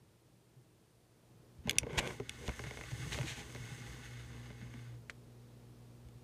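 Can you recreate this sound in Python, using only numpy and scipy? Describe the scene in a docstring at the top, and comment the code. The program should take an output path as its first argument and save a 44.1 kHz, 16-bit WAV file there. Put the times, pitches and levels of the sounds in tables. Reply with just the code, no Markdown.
"""A carpeted living room, heard from a phone: an aquarium pump hums, louder once the phone swings round to it.
A power wheelchair a couple of metres away clicks its brakes off in short rings of their plates; a first nudge
takes up the load with a clunk of frame modes and grinding gear teeth, and the frame rattles through a turn.
Noise rung in the motor housings whirs, the tyres hiss on the pile, and the chair rolls away over the carpet.
The motors stop, a brake drops shut with a clack, and soft bumps follow over the pump, water and still air."""
import sys
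import numpy as np
from scipy import signal
from scipy.fft import rfft, irfft, next_fast_len
from scipy.io import wavfile
from scipy.ndimage import uniform_filter1d, map_coordinates

SR = 44100
rng = np.random.default_rng(int(sys.argv[2]) if len(sys.argv) > 2 else 0)


def transcribe(u):
    """Save the signal u as a 16-bit wav file named by the first command-line argument.

    u: samples, shape (n,) or (channels, n), limited to [-1, 1]; the rate is SR.
    q: integer samples, one column per channel.
    """
    v = np.clip(np.atleast_2d(u).T, -1, 1)
    q = np.round(v * 32767).astype(np.int16)
    wavfile.write(sys.argv[1], SR, q)


N = 274743
TIME = np.arange(N) / SR


def undb(db):
    """Decibels to gain."""
    return 10 ** (np.asarray(db) / 20)


def unit(x):
    """Scale to rms 1."""
    return x / np.sqrt(np.mean(x ** 2))


def noise(length=N):
    """White noise."""
    return rng.standard_normal(length)


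def colour(x, points):
    """Filter by a smooth (Hz, dB) spectrum; rms 1."""
    hz, db = np.transpose(points)
    size = next_fast_len(len(x))
    bins = np.maximum(np.fft.rfftfreq(size, 1 / SR), 1)
    gain = undb(np.interp(np.log(bins), np.log(hz), db))
    return unit(irfft(rfft(x, size) * gain, size)[:len(x)])


def resonate(x, hz, width):
    """One resonance, gain 1 at its centre."""
    return signal.lfilter(*signal.iirpeak(hz, hz / width, fs=SR), x)


def housing(x, modes):
    """Ring a set of (Hz, width Hz, dB) resonances with alternating signs; rms 1."""
    rung = 0
    for k, (hz, width, db) in enumerate(modes):
        rung = rung + (-1) ** k * undb(db) * resonate(x, hz, width)
    return unit(rung)


def walk(rate):
    """Random levels held 1 / rate s and slewed; spread near 1."""
    hold = int(SR / rate)
    steps = np.repeat(noise(N // hold + 1), hold)
    return unit(uniform_filter1d(steps, hold)[:N])


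def grains(per_s, spread_db):
    """Dense tiny impacts of very unequal size; rms 1."""
    hit = rng.random(N) < per_s / SR
    size_db = spread_db * np.minimum(rng.exponential(size=N), 4)
    return unit(hit * noise() * undb(size_db))


def fade(t, t60):
    """Free decay of a struck thing, 60 dB in t60 seconds."""
    return np.exp(-np.log(1000) * t / t60)


def ramp(start, length):
    """Rise evenly from 0 to 1."""
    return np.clip((TIME - start) / length, 0, 1)


def add(out, s, sound):
    """Mix a short sound in at s seconds."""
    i = int(s * SR)
    out[i:i + len(sound)] += sound[:N - i]


# Resonances of the motor and gear housings. Each row: centre in Hz, width in Hz, relative level in dB.
HOUSING_MODES = [(826, 27, -2.5), (968, 67, -16), (1150, 87, -5.5), (1508, 84, 0.5), (1766, 93, -0.5),
                 (1997, 130, 0.5), (2177, 83, 2), (2600, 110, -5), (2890, 140, -6), (3504, 380, -8),
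                 (4540, 380, -14), (5000, 170, -13), (6540, 180, -10.5)]
# Hiss of the tyres on the pile. Each row: frequency in Hz, relative density in dB per Hz.
TYRE_SPECTRUM = [(700, -35), (1500, -7), (2100, 0), (2400, -6), (2900, 3.5), (3700, -1.5), (4750, -2.5),
                 (5100, -1), (5500, -2.5), (6100, 2), (6500, 5), (6950, -3), (7500, -2), (8100, 0.5),
                 (8600, -4.5), (9500, -1), (10000, -8), (12500, -11.5), (15500, -17.5)]
# Low resonances of the chassis under load. Each row: centre in Hz, width in Hz, relative level in dB.
CHASSIS_MODES = [(243.7, 32, 3), (322, 33, 1), (380, 15, -1), (426, 30, 1.5), (520, 59, -3.5),
                 (683, 23, -5), (800, 56, -6), (1064, 140, -6)]
# Rumble of the wheels on the floor. Each row: frequency in Hz, relative density in dB per Hz.
FLOOR_SPECTRUM = [(20, -34.5), (40, -15), (58, 0), (70, 4), (88, 0), (103, -0.5), (140, -5.5), (165, -10.5),
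                  (200, -17), (260, -16.5), (340, -30.5), (600, -55), (16000, -93.5)]


def drive(shaft_hz=59.8, brush_depth=0.13, flutter_db=1.77, overtone_db=-20, unbalance_db=-18):
    """Brushes and gear teeth scrape in the housings; tyres crush the carpet pile and shake the floor."""
    halt_s, halt_fade_s = 5.02, 0.06
    cruise_s, cruise_rise_s, cruise_db = 3.29, 0.28, -51
    hiss_flicker_db, pile_db = 0.8, 1.7
    whir, hiss, growl, rumble = drive_levels()
    moving = 1 - ramp(halt_s - halt_fade_s, halt_fade_s)
    # the uneven pile makes the motors' speed and load waver
    turn = 2 * np.pi * np.cumsum(shaft_hz * (1 + 0.003 * walk(12))) / SR
    load = undb(walk(14))
    # the friction swells twice in each turn of the armature
    scrape = (noise() + 0.71 * grains(700, 1.4)) * (1 + brush_depth * np.cos(2 * turn))
    gears = housing(scrape, HOUSING_MODES) * whir * undb(flutter_db * walk(25.25))
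    crush = noise() + 0.68 * grains(2500, 1.7)
    pile = colour(crush, TYRE_SPECTRUM) * hiss * undb(hiss_flicker_db * walk(27))
    tooth_spectrum = [(100, -10.0), (220, 0.5), (380, 2.0), (1100, -0.5), (2500, -24.5), (16000, -53)]
    teeth = colour(grains(1200, 1.0), tooth_spectrum)
    chassis = housing(teeth, CHASSIS_MODES) * growl
    floor = colour(noise(), FLOOR_SPECTRUM) * rumble
    # the motors hum once they reach cruising speed
    tones = undb(unbalance_db) * np.sin(turn) + np.sin(2 * turn) + undb(overtone_db) * np.sin(4 * turn)
    hum = unit(tones) * load * undb(cruise_db) * ramp(cruise_s, cruise_rise_s)
    return moving * (gears + pile + (chassis + floor) * undb(pile_db * walk(9)) + hum)


# Pushes of the joystick: taking up the load, a nudge, the long run, and a turn on top of it.
# Each row: start in seconds, speed-up in seconds, let go in seconds, slow-down in seconds, then the
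# full-speed levels of gear whir, tyre hiss, motor growl and wheel rumble in dB, before the chair leaves.
JOYSTICK_PUSHES = [(1.638, 0.023, 1.84, 0.11, -64, -84.5, -56, -51.5),
                   (1.87, 0.18, 2.088, 0.15, -58, -57.5, -55.5, -52),
                   (2.17, 0.29, 4.82, 0.2, -56.5, -60, -62, -53.5),
                   (2.8, 0.28, 3.2, 0.16, -56.5, -57, -57, -49.5)]


def drive_levels():
    """Gains of whir, hiss, growl and rumble: pushes ramp the speed up and down, distance thins the sound."""
    # the distance is relative: only its growth against the starting value counts
    start_distance, leaves_s, growth_per_s = 0.69, 3.89, 1.55
    # powers of speed and of distance, in the order whir, hiss, growl, rumble; the lows fill the room
    speed_powers = np.array([0.55, 1, 0.99, 0.77])[:, None]
    distance_powers = np.array([0.7, 1.26, 0.39, 0.63])[:, None]
    energy = 0
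    for start, rise, let_go, fall, *db in JOYSTICK_PUSHES:
        speed = ramp(start, rise) * (1 - ramp(let_go, fall))
        energy = energy + (undb(db)[:, None] * speed ** speed_powers) ** 2
    distance = start_distance + growth_per_s * np.maximum(TIME - leaves_s, 0)
    return np.sqrt(energy) * (start_distance / distance) ** distance_powers


# The gears' song under load. Each row: centre in Hz, width of one filter pass in Hz, relative level in dB.
SONG_MODES = [(377, 22, 9), (467, 46, 2), (1017, 110, -7), (1510, 98, -2.5), (2190, 180, -5.5)]
# Broad grinding of the loaded teeth. Each row: frequency in Hz, relative density in dB per Hz.
GRIND_SPECTRUM = [(70, -5), (130, 9), (190, 4), (330, 6.5), (480, 4), (560, 5.5), (680, 0.5), (1080, -0.5),
                  (1280, -15), (1520, -2), (1850, -9), (2200, 2), (2500, -8), (3400, -7.5), (3900, -19),
                  (7000, -30), (16000, -48)]
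# Swells of gear load as the chair gets under way. Each row: start in seconds, rise in seconds,
# end in seconds, fall in seconds, level in dB, brightness of the song in dB per octave,
# grinding relative to that level in dB.
GEAR_LOADS = [(1.875, 0.096, 2.057, 0.11, -43, 0, -0.5), (2.37, 0.076, 2.45, 0.039, -46, -10, -14)]


def strain():
    """Loaded gear teeth grind roughly and ring wavering resonances; a light load leaves mostly a low groan."""
    song_db, song_waver = -5, 0.015  # the waver is a share of the pitch
    judder_db, judder_per_s = 2.2, 90  # the teeth catch and slip
    teeth, out = grains(2500, 1), 0
    uneven = np.cumsum(1 + song_waver * walk(20))
    song = []
    for hz, width, db in SONG_MODES:
        once = resonate(teeth, hz, width)
        song.append(undb(db) * resonate(once, hz, width))
    song = np.array(song)
    octaves = np.log2(np.array(SONG_MODES)[:, 0] / SONG_MODES[0][0])
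    judder = unit(undb(judder_db * walk(judder_per_s)))
    grind = colour(noise() + grains(900, 2), GRIND_SPECTRUM) * judder
    for start, rise, end, fall, db, tilt_db, grind_db in GEAR_LOADS:
        steady = undb(tilt_db * octaves) @ song
        # reading at an uneven pace bends the pitch
        sung = unit(map_coordinates(steady, [uneven], order=1, mode="mirror"))
        swell = undb(db) * ramp(start, rise) * (1 - ramp(end, fall))
        out = out + swell * (undb(song_db) * sung + undb(grind_db) * grind)
    return out


# Tyres and casters scuff sideways on the carpet. Each row: centre in seconds, half length in seconds,
# level in dB.
SCUFF_TIMES = [(1.988, 0.0071, -29.5), (2.471, 0.014, -54), (3.133, 0.014, -43), (3.178, 0.016, -50.5),
               (3.296, 0.029, -44.5), (3.39, 0.023, -50)]
# Sound of rubber on the pile. Each row: frequency in Hz, relative density in dB per Hz.
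SCUFF_SPECTRUM = [(300, -6), (800, 2.5), (1300, -6.5), (1700, 5.5), (2300, 7.5), (3300, 5), (4200, 2),
                  (5200, -4), (6500, 1), (8000, -6), (9400, -9), (11000, -14.5), (15500, -26)]


def scuffs(grain_share=0.84):
    """Rubber drags across the pile in short gritty swells."""
    swell = 0
    for s, half_length, db in SCUFF_TIMES:
        swell = swell + undb(db) * np.exp(-0.5 * ((TIME - s) / half_length) ** 2)
    return swell * colour(noise() + grain_share * grains(2500, 2.6), SCUFF_SPECTRUM)


# Modes of the left brake, then of the right. Each row: frequency in Hz, relative level in dB.
LEFT_BRAKE_MODES = [(1620, -7.5), (2240, 0), (2900, -5), (3420, -1.5), (4170, -9.5), (5000, -11.5),
                    (6450, -7.5), (6850, -9.5), (7900, -13), (9360, -11.5), (10300, -17.5), (12200, -17.5),
                    (13300, -17)]
RIGHT_BRAKE_MODES = [(2120, 2.5), (2650, 5.5), (3000, -1), (3590, -4.5), (4090, -16.5), (4890, -9),
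                     (5750, 1.5), (6350, -6), (7050, -1), (7800, -6.5), (8700, -5.5), (9450, -2.5),
                     (10400, -13), (12700, -17)]
# Brake and relay clicks. Each row: start in seconds, peak level in dB, brightness in dB per octave,
# lowest freely ringing frequency in Hz, ring t60 in seconds, share of the right brake from 0 to 1.
BRAKE_CLICKS = [(1.685, -38, -5, 1500, 0.01, 0), (1.695, -15, -1.5, 1600, 0.014, 0),
                (1.7095, -22, 2.5, 1810, 0.0071, 0.2), (1.731, -43, -1, 1500, 0.01, 0),
                (1.756, -46, -2, 1600, 0.011, 0), (1.7842, -8, 1, 2130, .009, 0.94),
                (1.804, -50, -4, 1500, 0.01, .3), (2.0742, -29.5, -2, 1500, 0.008, 0.37),
                (2.294, -26, -1.5, 1190, 0.012, 0.44), (2.4785, -33.5, -6, 3000, 0.011, 0.2),
                (6.086, -54.5, 0.5, 1800, 0.018, 0.1)]


def clicks(crack_db=-6, contact_s=0.00033, edge_db=28):
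    """A brake plate snaps against its stop: a crack, a very short ring and a faint buzz."""
    crack_t60_s, buzz_db, buzz_t60_s = 0.006, -31, 0.03
    out, t = np.zeros(N), TIME[:SR // 8]
    contact = 1 - np.exp(-t / contact_s)
    buzz = undb(crack_db) * fade(t, crack_t60_s) + undb(buzz_db) * fade(t, buzz_t60_s)
    for s, peak_db, tilt_db, low_hz, t60, right in BRAKE_CLICKS:
        click, right = 0, np.clip(right, 0, 1)
        for modes, share in (LEFT_BRAKE_MODES, 1 - right), (RIGHT_BRAKE_MODES, right):
            hz, db = np.transpose(modes)
            # a harder, shorter blow favours the high modes and holds the low ones back
            tilt = tilt_db * np.log2(hz / hz.mean())
            blow = db + tilt - edge_db * np.maximum(np.log2(low_hz / hz), 0)
            phase = rng.uniform(0, 2 * np.pi, (len(hz), 1))
            tones = undb(blow) @ np.sin(2 * np.pi * hz[:, None] * t + phase)
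            ring = unit(tones) * fade(t, t60)
            grit_spectrum = [(400, blow[0] - 14), *zip(hz, blow), (16000, blow[-1] - 6)]
            grit = colour(noise(len(t)), grit_spectrum)
            click = click + share * (ring + grit * buzz) * contact
        # a small plate radiates little bass
        bass_cut = signal.butter(2, 1.2 * low_hz, "high", fs=SR, output="sos")
        click = signal.sosfilt(bass_cut, click)
        add(out, s, undb(peak_db) * click / abs(click).max())
    return out


# The housing's shiver after the clack. Each row: frequency in Hz, relative density in dB per Hz.
SHIVER_SPECTRUM = [(200, -12), (500, -4), (1100, -3), (1700, -3.5), (2700, -1.5), (4000, -3.5), (5200, -9),
                   (6000, -6.5), (7800, -13), (9500, -16.5), (11000, -26), (15500, -29)]


def clack(shiver_db=-42, shiver_t60=0.035):
    """The brake drops shut: a dull blow of a few cycles, then the housing shivers."""
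    start_s, blow_db, blow_hz, swell_s = 5.0972, -28.5, 1940, 0.00036
    out, t = np.zeros(N), TIME[:SR // 8]
    blow = np.sin(2 * np.pi * blow_hz * t) * t * np.exp(-t / swell_s)
    shiver = colour(noise(len(t)), SHIVER_SPECTRUM) * fade(t, shiver_t60) * (1 - np.exp(-t / swell_s))
    add(out, start_s, undb(blow_db) * blow / abs(blow).max() + undb(shiver_db) * shiver)
    return out


# Modes of the frame. Each row: mean frequency in Hz, relative level in dB, t60 in seconds.
FRAME_MODES = [(63.5, -14, 0.062), (109.5, 1, 0.095), (149, -0.5, 0.032), (257, -2, 0.031),
               (425, -5.5, 0.088), (579, -3, 0.028), (782, -9, 0.039), (1016, -8, 0.03), (1530, 2.5, 0.015),
               (2140, 5.5, 0.02), (2600, 3.5, 0.0087), (3280, -11.5, 0.0086), (5800, -3, 0.0066),
               (6510, -12, 0.0083)]
# Knocks of the frame and casters. Each row: start in seconds, strength in dB,
# weight of the modes below 1300 Hz in dB.
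FRAME_KNOCKS = [(1.673, -39.5, 3.5), (1.679, -48, 0), (1.705, -37, -9), (1.832, -41.5, -3), (1.867, -47, 3),
                (1.904, -50, 0), (1.931, -44, -14), (1.981, -28.5, -20), (1.988, -27, -13.5),
                (2.106, -40, -6), (2.2, -42, -0.5), (2.479, -37, 0), (2.492, -32.5, -7.5),
                (2.521, -47, -24), (2.5934, -36, -6.5), (2.639, -40, -7), (2.6663, -45, -3.5),
                (2.7095, -39, -5.5), (2.738, -50, -4), (2.772, -38, -11), (2.788, -46, -3),
                (2.8111, -39, -11), (2.8375, -41, -12), (2.914, -44, -5), (3.123, -37, -11),
                (3.145, -35.5, -14), (3.178, -40, -9), (3.188, -38, -6), (3.212, -35.5, -16),
                (3.231, -40, -9), (3.262, -45, -8), (3.549, -41, -5), (3.561, -42.5, -8), (4.503, -51.5, 1),
                (4.7396, -47, -9)]


def knocks(rattle_db=-4):
    """Play in the frame is taken up: each blow rings its modes, and a heavy one favours the low ones."""
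    thud_db, body_db, tick_db = 2, 3, -8.5  # modes below 220 Hz, below 1300 Hz, and above
    body_lag_s, rattle_t60_s = 0.00307, 0.018
    rattle_spectrum = [(300, 0), (1000, 4), (1300, -4), (1700, 1.5), (2600, 1.5),
                       (4200, -11.5), (7000, -16.0), (14000, -34.0)]
    out, t = np.zeros(N), TIME[:SR // 5]
    hz, db, t60 = np.transpose(FRAME_MODES)
    register = np.digitize(hz, [220, 1300])
    # the heavy parts of the frame answer a moment after the tick
    age = np.maximum(t - body_lag_s * (register < 2)[:, None], 0)
    for s, strength_db, weight_db in FRAME_KNOCKS:
        register_db = np.array([weight_db + thud_db, weight_db + body_db, tick_db])
        blow = db + strength_db + register_db[register]
        pitch = hz * (1 + 0.028 * noise(len(hz)))
        sign = rng.choice([-1, 1], len(hz))
        modes = np.sin(2 * np.pi * pitch[:, None] * age) * fade(age, t60[:, None])
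        ring = (sign * undb(blow)) @ modes
        rattle = colour(noise(len(t)), rattle_spectrum) * fade(t, rattle_t60_s)
        add(out, s, ring + rattle * undb(strength_db + rattle_db))
    return out


# Soft bumps of the wheels and seat, and of the phone being handled (the first two rows).
# Each row: start in seconds, peak level in dB, pitch in Hz, ring t60 in seconds.
SOFT_BUMPS = [(.56, -58.5, 126, 0.24), (1.345, -65, 95, 0.18), (1.584, -41.5, 85, 0.11),
              (1.653, -37, 208, 0.044), (1.672, -38, 416, 0.027), (1.753, -47, 168, .06),
              (1.823, -35, 68.6, 0.053), (1.831, -41.5, 537, 0.016), (1.838, -43.5, 277, 0.075),
              (1.865, -36, 452, 0.026), (1.901, -40, 443, 0.032), (1.925, -40, 150, 0.067),
              (1.972, -28, 71, 0.043), (2.07, -42.5, 125, .12), (2.197, -34.5, 407, 0.063),
              (2.202, -43, 260, 0.093), (2.2, -58, 810, 0.04), (2.476, -34, 60.3, 0.1),
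              (2.508, -43, 95.5, 0.053), (2.662, -40, 123, 0.063), (2.709, -41, 114, .07),
              (2.925, -32, 104, 0.16), (2.994, -34.5, 111, 0.094), (3.026, -40, 120, .06),
              (3.063, -38, 149, 0.053), (3.183, -41, 590, 0.031), (3.199, -30.5, 112, 0.055),
              (3.238, -40.5, 298, 0.042), (3.24, -37.5, 133, 0.05), (3.303, -41, 121, 0.051),
              (3.6, -42, 110.6, 0.2), (3.713, -41.5, 129, 0.079), (3.81, -43, 115, .1),
              (4.62, -46, 200, 0.049), (4.742, -46.5, 238, .06), (5.086, -48, 112, .08),
              (6.048, -47, 68.7, .11), (6.151, -45.5, 106, 0.07)]


def bumps(push_s=0.0049):
    """Cushioned blows swell for a few milliseconds and ring one note each, mostly low."""
    out, t = np.zeros(N), TIME[:SR // 3]
    for s, peak_db, hz, t60 in SOFT_BUMPS:
        bump = np.sin(2 * np.pi * hz * t) * fade(t, t60) * (1 - np.exp(-(t / push_s) ** 2))
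        add(out, s, undb(peak_db) * bump / abs(bump).max())
    return out


# Aquarium pump on the mains, with the phone turned to it. Each row: frequency in Hz, level in dB rms.
PUMP_TONES = [(60, -68), (120, -58.5), (180, -83.5), (240, -67.5), (300, -76.5), (360, -81.5), (480, -79)]
# Rush of the water. Each row: frequency in Hz, relative density in dB per Hz.
WATER_SPECTRUM = [(20, -4.5), (45, -2.5), (70, -5.5), (95, 0), (160, 0.5), (215, -3), (270, -12),
                  (310, -0.5), (450, -4.5), (620, -10.5), (1000, -15.5), (1600, -21.5), (4000, -24),
                  (16000, -33.5)]
# Low rumble in the room. Each row: frequency in Hz, relative density in dB per Hz.
ROOM_RUMBLE_SPECTRUM = [(30, -27), (70, -8.5), (115, 0.5), (180, -0.5), (230, -16.5), (600, -44),
                        (16000, -88)]
# Still air of the room. Each row: frequency in Hz, relative density in dB per Hz.
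AIR_SPECTRUM = [(30, 8), (300, 10), (1000, 3), (2500, -1), (5000, -2.5), (7300, -4), (9300, 0),
                (10500, -4.5), (13000, -8), (15500, -13)]


def aquarium(water_db=-63, far_waver_db=1.0, rumble_db=-74, rumble_waver_db=2.5):
    """Pump hum and moving water over the room's still air and low rumble; the hum wavers from afar."""
    # the phone swings round to the aquarium; before that its hum and water are fainter
    swing_from_s, swing_to_s, far_hum_db, far_water_db = 1, 1.8, -16, -6.5
    air_db = -75.8
    away = 1 - ramp(swing_from_s, swing_to_s - swing_from_s)
    pump = 0
    for hz, db in PUMP_TONES:
        tone = unit(np.sin(2 * np.pi * (hz * TIME + rng.random())))
        pump = pump + undb(db + far_waver_db * away * walk(10.0)) * tone
    water = colour(noise(), WATER_SPECTRUM) * undb(water_db + 0.21 * walk(6.6))
    rumble = colour(noise(), ROOM_RUMBLE_SPECTRUM) * undb(rumble_db + rumble_waver_db * walk(7.3))
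    air = undb(air_db) * colour(noise(), AIR_SPECTRUM)
    return undb(far_hum_db * away) * pump + undb(far_water_db * away) * water + rumble + air


def scene():
    """The chair in a room deadened by carpet and sofa, with the aquarium behind it."""
    room_t60_s, room_db = 0.074, -20
    chair = drive() + strain() + scuffs() + clicks() + clack() + knocks() + bumps()
    t = TIME[:SR // 2]
    echo = colour(noise(len(t)), [(200, 3.5), (2500, -9.5), (12000, -15.0)])
    echo = echo * fade(t, room_t60_s) * (t > 0.004)  # the room answers after 4 ms
    room = signal.fftconvolve(chair, echo / np.linalg.norm(echo))[:N]
    return (chair + undb(room_db) * room + aquarium())[None]


def record(dry):
    """The phone thins the deepest bass and cuts the top of the treble."""
    bass_cut = signal.butter(3, 44, "high", fs=SR, output="sos")
    treble_cut = signal.ellip(10, 0.2, 70, 15350, fs=SR, output="sos")
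    return signal.sosfilt(treble_cut, signal.sosfilt(bass_cut, dry))


dry = scene()
out = record(dry)
transcribe(out)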